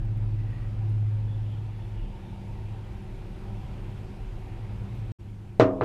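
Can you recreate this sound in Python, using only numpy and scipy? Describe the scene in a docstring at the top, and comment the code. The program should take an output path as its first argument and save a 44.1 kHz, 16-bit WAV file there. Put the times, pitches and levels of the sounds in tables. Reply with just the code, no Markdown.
"""Gravy bowl in a quiet room

Thick gravy slides from a glass bowl with a few tiny wet ticks. An engine drones far outside,
air rushes steadily and faint chirps drift in. Everything drops out for an instant and the
background returns lower. Then the bowl lands with a loud knock that rings the table, and rocks once."""
import sys
import numpy as np
from scipy import signal
from scipy.fft import rfft, irfft, next_fast_len
from scipy.io import wavfile
from scipy.ndimage import uniform_filter1d, map_coordinates

SR = 44100
rng = np.random.default_rng(int(sys.argv[2]) if len(sys.argv) > 2 else 0)


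def to_wav(sig):
    """Store sig (one row per channel, or 1-D mono) as 16-bit WAV at the path in sys.argv[1].

    Samples outside -1..1 are clipped; the rate is SR.
    """
    pcm = np.clip(np.atleast_2d(sig), -1, 1) * 32767
    pcm = np.round(pcm).astype(np.int16)
    wavfile.write(sys.argv[1], SR, pcm.T)  # frames by channels


N = 257544

# The instant of silence: start and end in seconds.
DROPOUT_S = (5.119, 5.186)
OUTSIDE_STEP_DB = -9.5  # engine and hums come back this much lower


def bowl(clatter_db=-22, build_s=.0032, thump_db=-15, thump_hz=118, thump_rise_s=.0074,
         crack_db=-25, crack_hz=3500, clink_db=-23, clink_hz=3950):
    """Each contact shoves the table top; bending waves spread, ring its modes and fill the room."""
    # Each row: start in seconds, gain in dB, push speed in Hz (higher is snappier),
    # low-pass in Hz, table trim in dB, clatter trim in dB.
    contacts = [(5.5977, -1, 600, 9000, 1, 2), (5.8107, -11, 1040, 2320, -2, 3.5),
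                (5.836, -34.5, 4500, 6000, -15, -8)]
    # Modes of table and bowl. Each row: pitch in Hz, relative level in dB, T60 in seconds.
    modes = [(99, -22, 0.27), (125, -18, 0.28), (195, -32, 1.57), (271, -19, 0.69), (301, -15, 0.23),
             (332, -14, 0.16), (379, -15, 0.27), (412, -19, 0.27), (472, -12, 0.23), (509, -32, 1.04),
             (546, -25, 0.26), (611, -25, 0.39), (636, -17, 0.47), (679, -28, 0.44), (720, -22, 0.18),
             (800, -23, 0.16), (929, -26, 0.2), (1025, -26, 0.28), (1108, -32, 0.26), (1173, -26, 0.14),
             (1226, -33, 0.33), (1364, -25, 0.17), (1836, -31, 0.12), (2226, -30, 0.1), (2957, -42, 0.16),
             (4149, -45, 0.15)]
    out, t = np.zeros(N + SR), np.arange(SR // 2) / SR
    for start, db, push_hz, dull_hz, table_db, tail_db in contacts:
        u = np.pi * (push_hz * t - 2 / 3) * np.sqrt(2)
        push = u * np.exp((1 - u * u) / 2)  # the top dips and springs back
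        give = (t / thump_rise_s) ** 2 * np.exp(2 - 2 * t / thump_rise_s)  # the whole table yields
        thump = amp(thump_db) * give * np.sin(2 * np.pi * thump_hz * t)
        ring = sum(amp(level + rng.normal(0, 1) - 60 * t / t60)
                   * np.sin(2 * np.pi * (hz * t + rng.random())) for hz, level, t60 in modes)
        tail = amp(clatter_db + tail_db) * clatter(len(t))
        spread = 1 - np.exp(-t / build_s)
        blow = push + spread * (amp(table_db) * (thump + ring) + tail)
        # Glass hits the hard top; hand and gravy damp it at once.
        burst = signal.lfilter(*signal.butter(2, crack_hz, fs=SR), rng.standard_normal(len(t)))
        clink = amp(clink_db) * np.sin(2 * np.pi * clink_hz * t)
        glass = amp(-60 * t / .014) * (amp(crack_db) * burst + clink)
        knock = signal.lfilter(*signal.butter(2, dull_hz, fs=SR), blow + glass)
        out[round(start * SR):][:len(t)] += amp(db) * knock
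    return out[:N]


def clatter(samples):
    """The dense ring of table and room after a blow; the treble dies first."""
    # Each row: frequency in Hz, relative level in dB.
    colour = [(40, -18), (110, -5), (200, -9.5), (330, 0.5), (600, -7.5), (900, -7.5), (1300, -2),
              (2200, -11), (3200, -16.5), (4500, -22.5), (6500, -28), (10000, -45), (14000, -47)]
    # Each row: frequency in Hz, T60 in seconds.
    room_decay = [(100, 0.38), (500, 0.94), (1400, 0.24), (3800, 0.16), (10000, 0.16)]
    wash = coloured_noise(colour)[SR:SR + samples]
    hz, t, bands = signal.stft(wash, SR, nperseg=512)
    decay = amp(-60 * t / along(room_decay, hz)[:, None])
    return signal.istft(bands * decay, SR, nperseg=512)[1][:samples]


def gravy(width_hz=5000):
    """Films of gravy part with a tiny high snap."""
    # Each row: start in seconds, level in dB, T60 in seconds, band centre in Hz.
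    ticks = [(.052, -64.5, .02, 8500), (0.174, -62.5, 0.018, 10500), (.507, -69, .03, 7000),
             (.893, -68.5, 0.075, 10000), (4.95, -71, .15, 12800)]
    t, out = np.arange(N) / SR, np.zeros(N)
    for start, db, t60, hz in ticks:
        snap = (t >= start) * amp(db - 60 * abs(t - start) / t60)
        out += snap * noise(lambda f: resonance(f, hz, width_hz))
    return out


def engine(firing_hz=105.75, sag_hz=2.1, sag_at_s=2.4, sag_s=.4, waver_db=1.5, drift_rad=.36):
    """A far engine eases off and its pitch sags; walls pass only its low lines, which beat together."""
    # Fader ride of the firing tone. Each row: time in seconds, relative level in dB.
    ride = [(0, -34), (.1, -26), (.5, -28), (.58, -36), (.75, -30), (1, -23), (1.5, -31), (2.02, -35.5),
            (2.15, -47), (2.73, -35), (3.02, -47), (3.7, -41.5), (4.3, -43.5), (5.1, -35)]
    # The weaker lines. Each row: multiple of the engine cycle, relative level in dB.
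    orders = [(2, 0), (3, -6), (5, -13), (7, -2), (8, -13), (15, -19), (18, -20), (19, -19), (31, -30)]
    t = np.arange(N) / SR
    pitch = firing_hz - sag_hz * (1 + np.tanh((t - sag_at_s) / sag_s)) / 2
    cycle = 2 * np.pi * np.cumsum(pitch) / SR / 6  # six firings a cycle
    throb = sum(amp(db + waver_db * wobble(11))
                * np.sin(order * cycle + rng.uniform(0, 2 * np.pi) + drift_rad * wobble(6.8))
                for order, db in orders)
    throb *= amp(np.maximum(-36 - 6.5 * t, -49.5))  # fades, then holds
    firing = amp(automation(ride) - 1 + .73 * wobble(12)) * np.sin(6 * cycle)
    return np.sqrt(2) * step_down(OUTSIDE_STEP_DB) * (firing + throb)


def hums(waver_db=1.6):
    """Low tones from outside swell and fade, each wavering a little."""
    # Each row: peak time in seconds, fade each way in seconds, pitch in Hz, relative level in dB.
    tones = [(0.098, 0.26, 33.4, -32), (0.995, 0.85, 263.5, -57.5), (1.25, .3, 542.4, -60),
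             (2.025, 0.15, 35, -31), (2.313, 0.33, 196.3, -47), (3.602, 2.2, 377.3, -56),
             (3.703, 0.27, 139.5, -49.5), (4.953, 0.67, 113.8, -38.5)]
    t, out = np.arange(N) / SR, np.zeros(N)
    for peak, fade, hz, db in tones:
        level = amp(db + waver_db * wobble(4.8)) * swell(peak, fade)
        phase = 2 * np.pi * (hz * t + rng.random()) + hz / 500 * wobble(12)
        out += level * np.sqrt(2) * np.sin(phase)
    return step_down(OUTSIDE_STEP_DB) * out


def air(rumble_db=-37.5, rush_db=-53.5, hiss_db=-71.5):
    """The background level rises slowly, lifting rumble, rush and hiss together."""
    # Each row: time in seconds, relative level in dB.
    ride = [(0, -3), (.6, -1.4), (1.1, -2), (2.6, -0.74), (3.3, -0.3), (3.7, 0.6), (4.2, -0.15),
            (5.1, -0.16)]
    # Low room resonances. Each row: centre in Hz, nominal width in Hz, relative level in dB.
    room_modes = [(32.8, 7.6, -1.5), (52.3, 14, -8), (104.2, 11.4, -6.5), (136, 4.7, -11), (197, 4.8, -6.5),
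                  (341.5, 9.8, -16), (372.7, 5.7, -21)]
    # EQ of each layer. Each row: frequency in Hz, relative level in dB.
    rumble_eq = [(10, -33), (22, -7.5), (60, -11.5), (160, -16), (240, -25), (380, -28.5), (480, -37),
                 (900, -86.5)]
    rush_eq = [(250, -37), (430, 1), (600, 1), (690, -2.5), (770, 5), (830, -2.5), (900, 1.5), (1100, -6.5),
               (1500, -8.5), (2000, -10), (2500, -8.5), (3500, -15), (5000, -23), (9000, -53)]
    hiss_eq = [(2500, -27.5), (5000, 2), (7000, 0), (10000, -3), (12000, -4.5), (14300, -12.5)]

    def boom(f):
        """Narrow resonances stand on a broad, falling rumble."""
        peaks = sum(abs(amp(db) * resonance(f, hz, 1.16 * width)) ** 2 for hz, width, db in room_modes)
        return np.sqrt(amp(along(rumble_eq, f)) ** 2 + peaks)

    background_level = automation(ride)
    rumble = amp(1.02 * background_level + rumble_db) * noise(boom)
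    rush = amp(background_level + rush_db + .24 * wobble(14)) * patchy(coloured_noise(rush_eq))
    hiss = amp(1.3 * background_level + hiss_db + .3 * wobble(9.9)) * patchy(coloured_noise(hiss_eq))
    return step_down(-3) * rumble + step_down(-6) * rush + step_down(-3) * hiss


def chirps():
    """Faint chirps and whines: narrow bands of noise that swell and fade."""
    # Each row: peak time in seconds, fade each way in seconds, pitch in Hz,
    # nominal width in Hz, level in dB.
    bands = [(0.407, 0.069, 1960, 120, -65), (0.566, 0.16, 1910, 170, -61.5), (.66, 0.21, 1260, 696, -63),
             (1.324, 0.062, 3430, 170, -65.5), (1.52, .15, 3180, 800, -64), (1.806, 0.13, 3460, 400, -68.5),
             (1.99, 0.1, 2870, 400, -65), (2.29, .13, 3600, 500, -69.5), (2.354, 1, 901, 69, -60)]
    return sum(amp(db) * swell(peak, fade) * noise(lambda f: resonance(f, hz, width))
               for peak, fade, hz, width, db in bands)


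def amp(db):
    """Decibels to gain."""
    return 10 ** (np.asarray(db) / 20)


def unit(x):
    """Scale to rms 1."""
    return x / np.sqrt(np.mean(x ** 2) + 1e-20)


def along(points, hz):
    """Read (Hz, value) points on a log frequency axis."""
    f, values = np.transpose(points)
    return np.interp(np.log(hz + 1), np.log(f + 1), values)


def automation(points):
    """Join (seconds, value) points, one value per sample."""
    return np.interp(np.arange(N) / SR, *np.transpose(points))


def swell(peak_s, fade_s):
    """A bell-shaped fade in and out."""
    return np.exp(-2 * ((np.arange(N) / SR - peak_s) / fade_s) ** 2)


def step_down(db):
    """A gain that steps from 1 to db at the dropout."""
    return amp(db * (np.arange(N) / SR > DROPOUT_S[0]))


def wobble(rate):
    """A smooth random curve, rate knots a second."""
    return map_coordinates(rng.standard_normal(int(N * rate / SR) + 4), [np.arange(N) * rate / SR])


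def noise(response):
    """Noise of rms 1 with the given frequency response."""
    size = next_fast_len(N + SR // 2)
    spectrum = rfft(rng.standard_normal(N), size) * response(np.fft.rfftfreq(size, 1 / SR))
    return unit(irfft(spectrum, size)[:N])


def coloured_noise(eq):
    """Noise of rms 1 shaped by (Hz, dB) points."""
    return noise(lambda f: amp(along(eq, f)))


def resonance(f, hz, width):
    """Two like damped resonators in series."""
    return (1j * f * width / (hz * hz - f * f + 1j * f * width)) ** 2


def patchy(x, depth_db=1.1):
    """Small patches of time and frequency swell and sink; rms 1."""
    bands = signal.stft(x, nperseg=512)[2]
    patches = uniform_filter1d(rng.standard_normal(bands.shape), size=5, axis=0)
    patches = uniform_filter1d(patches, size=14, axis=1)
    return unit(signal.istft(bands * amp(depth_db * unit(patches)), nperseg=512)[1][:N])


def scene():
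    """All sources in one close mono mix."""
    return (engine() + hums() + air() + chirps() + gravy() + bowl())[None]


def record(dry, ceiling=.92, return_s=.012, top_hz=14350):
    """Round off the loudest peaks, mute for an instant and cut the top end steeply."""
    t = np.arange(N) / SR
    rounded = dry / (1 + abs(dry / ceiling) ** 6) ** (1 / 6)
    gate = (t < DROPOUT_S[0]) + np.clip((t - DROPOUT_S[1]) / return_s, 0, 1)
    high_cut = signal.ellip(12, .1, 90, top_hz, fs=SR, output="sos")
    return signal.sosfilt(high_cut, rounded * uniform_filter1d(gate, size=48))


dry = scene()
out = record(dry)
to_wav(out)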